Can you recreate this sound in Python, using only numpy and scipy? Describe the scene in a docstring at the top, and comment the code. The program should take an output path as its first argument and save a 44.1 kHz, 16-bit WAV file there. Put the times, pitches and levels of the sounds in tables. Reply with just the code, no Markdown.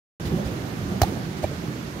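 """Volleyball spike on a dirt court

Under a low, lumpy wind and the far hiss of open air, bare feet skid, thud and scuff on the ground.
A hand cracks on the ball and sets its skin ringing; the squashed ball gives a deep thump and a short
hollow ring, then lands farther off with a gritty pock."""
import sys
import numpy as np
from scipy import signal
from scipy.io import wavfile

SR = 44100
rng = np.random.default_rng(int(sys.argv[2]) if len(sys.argv) > 2 else 0)


def output_pcm(signal):
    """Save a mono or channel-first signal as 16-bit PCM at the path in sys.argv[1].

    Samples are clipped to [-1, 1] before scaling.
    """
    pcm = np.clip(np.atleast_2d(signal).T, -1, 1) * 32767
    wavfile.write(sys.argv[1], SR, np.round(pcm).astype(np.int16))


N = 88200
T = np.arange(N) / SR

# spectrum of sliding grit, also the colour of the slap's tail: f/Hz, level/dB
GRIT_COLOUR = [(300, 3), (800, -1.5), (1400, -5.5), (2300, -6), (3200, -8.5), (5000, -11.5), (9000, -16.5),
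               (15000, -22)]


def from_db(db):
    """Decibels to gain."""
    return 10 ** (np.asarray(db) / 20)


def rms_one(x):
    """Scale to unit power."""
    return x / np.sqrt(np.mean(x ** 2) + 1e-20)


def at_hz(points, hz):
    """Read a curve on a log-frequency axis."""
    f, value = np.transpose(points)
    return np.interp(np.log(hz), np.log(f), value)


def fader(points):
    """Gain riding a level curve."""
    return from_db(np.interp(T, *np.transpose(points)))


def pan(right_db):
    """Left and right gains, the right louder by right_db."""
    return from_db(np.array([[-.5], [.5]]) * right_db)


def drift(rate_hz):
    """Random wander of unit power."""
    knots = rng.standard_normal(256)
    return rms_one(np.interp(T * rate_hz, np.arange(len(knots)), knots))


def envelope(start, attack, hold, t60):
    """Straight rise, hold, exponential release; times in seconds."""
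    age = T - start
    release = np.exp(-np.log(1000) * np.clip((age - attack - hold) / t60, 0, 10))
    return np.clip(age / attack, 0, 1) * release


def strokes(rows):
    """Summed envelopes of sliding contacts."""
    return sum(from_db(db) * envelope(start, attack, hold, t60) for start, db, attack, hold, t60 in rows)


def tone(start, hz, glide=0, lead=0):
    """A sine passing through hz at the start time, gliding in Hz/s."""
    age = T - start + lead
    return np.sin(2 * np.pi * age * (hz + .5 * glide * age))


def struck(start, modes, attack):
    """Modes struck together, each dying away at its own rate."""
    return sum(from_db(db) * envelope(start, attack, 0, t60) * tone(start, hz) for hz, db, t60 in modes)


def noise(colour, flicker_db=0):
    """Stereo noise in narrow bands, each with its own level, flicker, width and pan."""
    # likeness of left and right: f/Hz, correlation
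    likeness = [(60, 0.94), (130, 1), (290, .86), (640, 0.44), (1400, -0.47), (3100, 0.054),
                (7000, -0.0063), (15000, -0.036)]
    # lean to the right: f/Hz, right over left/dB
    lean = [(60, 4), (700, 3.5), (1300, 6), (2400, 6.5), (4400, 9.5), (8000, 5), (15000, 9.5)]
    edges = np.geomspace(36, 17000, 29)
    white, out = rng.standard_normal((2, 2, N)), 0
    for k, band in enumerate(zip(edges, edges[1:])):
        mid, side = signal.sosfilt(signal.butter(3, band, "band", fs=SR, output="sos"), white[k % 2])
        hz = np.sqrt(band[0] * band[1])
        alike = np.clip(at_hz(likeness, hz), -1, 1)
        gain = from_db(at_hz(colour, hz) + flicker_db * drift(rate_hz=25.01)) * pan(at_hz(lean, hz))
        out = out + gain * (np.sqrt(1 + alike) * mid + np.sqrt(1 - alike) * side * [[1], [-1]])
    return rms_one(out)


def air():
    """A bed of lumpy low wind under a smooth far hiss."""
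    # swells of the wind's rumble: t/s, level/dB
    wind_swells = [(.2, -32), (.27, -28), (.37, -26.5), (.42, -28), (.7, -30), (1.0, -28), (1.18, -27.5),
                   (1.27, -32), (1.42, -31.5), (1.6, -32.5), (1.69, -31), (1.79, -33), (2, -32.5)]
    # spectrum of the rumble: f/Hz, level/dB
    wind_colour = [(30, -32), (45, -11), (65, -5.5), (130, 0), (185, 1), (250, -7.5), (325, -4), (430, -12),
                   (700, -16), (1200, -27), (2500, -45)]
    # near-steady course of the hiss: t/s, level/dB
    hiss_levels = [(.2, -40.5), (.4, -40), (1.1, -40.5), (1.3, -40.5), (2, -41)]
    # spectrum of the hiss: f/Hz, level/dB
    hiss_colour = [(400, -9), (800, -1.5), (1500, 2), (2500, -4.5), (4500, -9.5), (7000, -11.5),
                   (8300, -21), (12000, -19), (15500, -28.5)]
    rumble = fader(wind_swells) * noise(wind_colour, flicker_db=2.26)
    hiss = fader(hiss_levels) * noise(hiss_colour, flicker_db=.83)
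    return rumble + hiss


def sole_skid():
    """A sole skids in the run-up, brighter than the other scuffs."""
    # spectrum of the skid: f/Hz, level/dB
    colour = [(500, 3), (1500, -10), (3000, 3), (4800, -2), (8500, -15), (14000, -12)]
    return from_db(-38.5) * envelope(.25, attack=.0044, hold=.019, t60=.077) * noise(colour)


def ground_thuds():
    """Dull blows on packed earth, each a low tone with one softer overtone."""
    # thuds on the ground: t/s, level/dB, f/Hz, t60/s
    thuds = [(.255, -27, 70.6, 0.11), (.318, -21.5, 175.5, 0.13), (.336, -19, 166, 0.13),
             (0.451, -27, 66.5, 0.22), (0.726, -25, 133, .08), (.854, -20, 131, 0.068),
             (0.921, -26.5, 170, 0.068), (1.286, -19.5, 137, 0.038), (1.431, -23, 86.4, 0.14),
             (1.526, -21.5, 126, 0.038), (1.636, -27.5, 164, 0.069), (1.678, -24, 136.6, 0.19)]
    out = 0
    for start, db, hz, t60 in thuds:
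        body = tone(start, hz) + from_db(-5.5) * tone(start, 2.2 * hz)
        out = out + from_db(db) * envelope(start, attack=.0034, hold=0, t60=t60) * body
    return out * pan(right_db=4.5)


def grit_scuffs():
    """Feet and ball slide on grit in short, grainy bursts."""
    # slides: t/s, level/dB, attack/s, hold/s, t60/s
    scuffs = [(.44, -40, 0.018, .02, .1), (1.362, -42, 0.0092, 0.021, 0.11),
              (1.422, -36, 0.0079, 0.014, 0.063)]
    return strokes(scuffs) * noise(GRIT_COLOUR, flicker_db=-1.0)


def hand_slap():
    """Palm and fingers crack on the taut skin and roll off with a rasp; a faint echo and tail follow."""
    # contacts of the hand: t/s, level/dB, t60/s
    slaps = [(1.0171, -11, 0.0045), (1.0198, -19.5, 0.013), (1.0197, -15, 0.004)]
    # spectrum of the slap: f/Hz, level/dB
    colour = [(300, -5), (700, 1), (1300, 0), (2200, -10), (4600, -8), (7000, -9), (9000, -22),
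              (12000, -11), (15500, -11.5)]
    # bright snap of the skin: f/Hz, level re the contact/dB, t60/s
    snap_modes = [(1380, -8.5, 0.0061), (12200, -12.5, 0.0044), (13600, -11, .004), (15000, -19, .003)]
    # the hand rolling off: t/s, level/dB, attack/s, hold/s, t60/s
    rasps = [(1.025, -30.5, 0.0019, 0.0053, .03), (1.0335, -31, 0.00078, 0.0012, .02)]
    crack = pressure_pulse = snap = 0
    for start, db, t60 in slaps:
        crack += from_db(db) * envelope(start, attack=.0001, hold=.0004, t60=t60)
        pressure_pulse += from_db(db + 1.5) * envelope(start, attack=.0001, hold=.00031, t60=.0011)
        snap += from_db(db) * struck(start, snap_modes, attack=.0001)
    hit_s, hit_db, _ = slaps[0]
    # the slap comes back, smeared, from the edge of the court
    echo = from_db(hit_db - 33) * envelope(hit_s + .057, attack=.0033, hold=.008, t60=.076)
    tail = from_db(-32.5) * envelope(hit_s, attack=.013, hold=0, t60=.32) * noise(GRIT_COLOUR)
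    smack = (crack + strokes(rasps) + echo) * noise(colour)
    return smack + (snap - pressure_pulse) * pan(right_db=4.5) + tail


def ball_skin():
    """The struck skin rings, then squeaks as the hand leaves it."""
    # modes of the skin: f/Hz, level/dB, t60/s
    modes = [(1050, -25.5, 0.045), (1405, -25.5, 0.037), (1740, -25, 0.026), (2856, -24, 0.019),
             (3980, -29, 0.05), (4370, -27, .025), (4670, -24, .03), (6500, -27, .02), (7240, -30.5, 0.023),
             (11680, -35, .015)]
    hit_s, squeak_s = 1.0171, 1.031
    ring = struck(hit_s, modes, attack=.0001)
    squeak_gain = from_db(-28.5) * envelope(squeak_s, attack=.0032, hold=.0016, t60=.012)
    return (ring + squeak_gain * tone(squeak_s, hz=4110)) * pan(right_db=8)


def hollow_ring():
    """The ball sounds a few hollow cycles at each change of shape."""
    # blow, rebound, first touch and landing: t/s, level/dB, f/Hz, glide/(Hz/s), attack/s, hold/s, t60/s
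    rings = [(1.01715, -12.5, 674, 0, 0.00028, 0.003, 0.018),
             (1.033, -13, 716, 10997, 0.00083, 0.0035, 0.033), (1.4314, -24, 625, 0, 0.0021, 0.0017, 0.018),
             (1.4398, -13.5, 681, -11000, .0025, 0.0029, 0.011)]
    lead_s = .00015 * np.array([[.5], [-.5]])  # left just ahead of right
    out = 0
    for start, db, hz, glide, attack, hold, t60 in rings:
        out = out - from_db(db) * envelope(start, attack, hold, t60) * tone(start, hz, glide, lead_s)
    return out * pan(right_db=4)


def ball_thump():
    """The ball is squashed and springs back: a deep thump that sags in pitch."""
    squash_s = 1.0192
    gain = from_db(-10) * envelope(squash_s, attack=.0026, hold=.0078, t60=.032)
    return gain * tone(squash_s, hz=95, glide=-700) * pan(right_db=4)


def landing_knock():
    """The ball's skin meets packed earth with a woody knock."""
    # modes of the knock: f/Hz, level/dB, t60/s
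    modes = [(302, -21.5, .04), (787, -22.5, 0.046), (1050, -35, 0.014), (1810, -38, .03),
             (2350, -33.5, 0.039)]
    return struck(1.4405, modes, attack=.0025) * pan(right_db=4.5)


def scene():
    """The spike and the sounds on the ground, mixed over the open air."""
    spike = hand_slap() + ball_skin() + hollow_ring() + ball_thump()
    ground = sole_skid() + ground_thuds() + grit_scuffs() + landing_knock()
    return spike + ground + air()


def record(dry):
    """Silent until the sound cuts in; the deepest rumble and the top are cut, the peaks rounded."""
    start_s, low_cut_hz, high_cut_hz, ceiling = .198, 44, 15600, .85
    thinned = signal.sosfilt(signal.butter(4, low_cut_hz, "high", fs=SR, output="sos"), dry)
    rounded = thinned / (1 + (thinned / ceiling) ** 6) ** (1 / 6)
    cut_in = np.clip((T - start_s) / .001, 0, 1)
    return signal.sosfilt(signal.ellip(10, .2, 80, high_cut_hz, fs=SR, output="sos"), cut_in * rounded)


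dry = scene()
out = record(dry)
output_pcm(out)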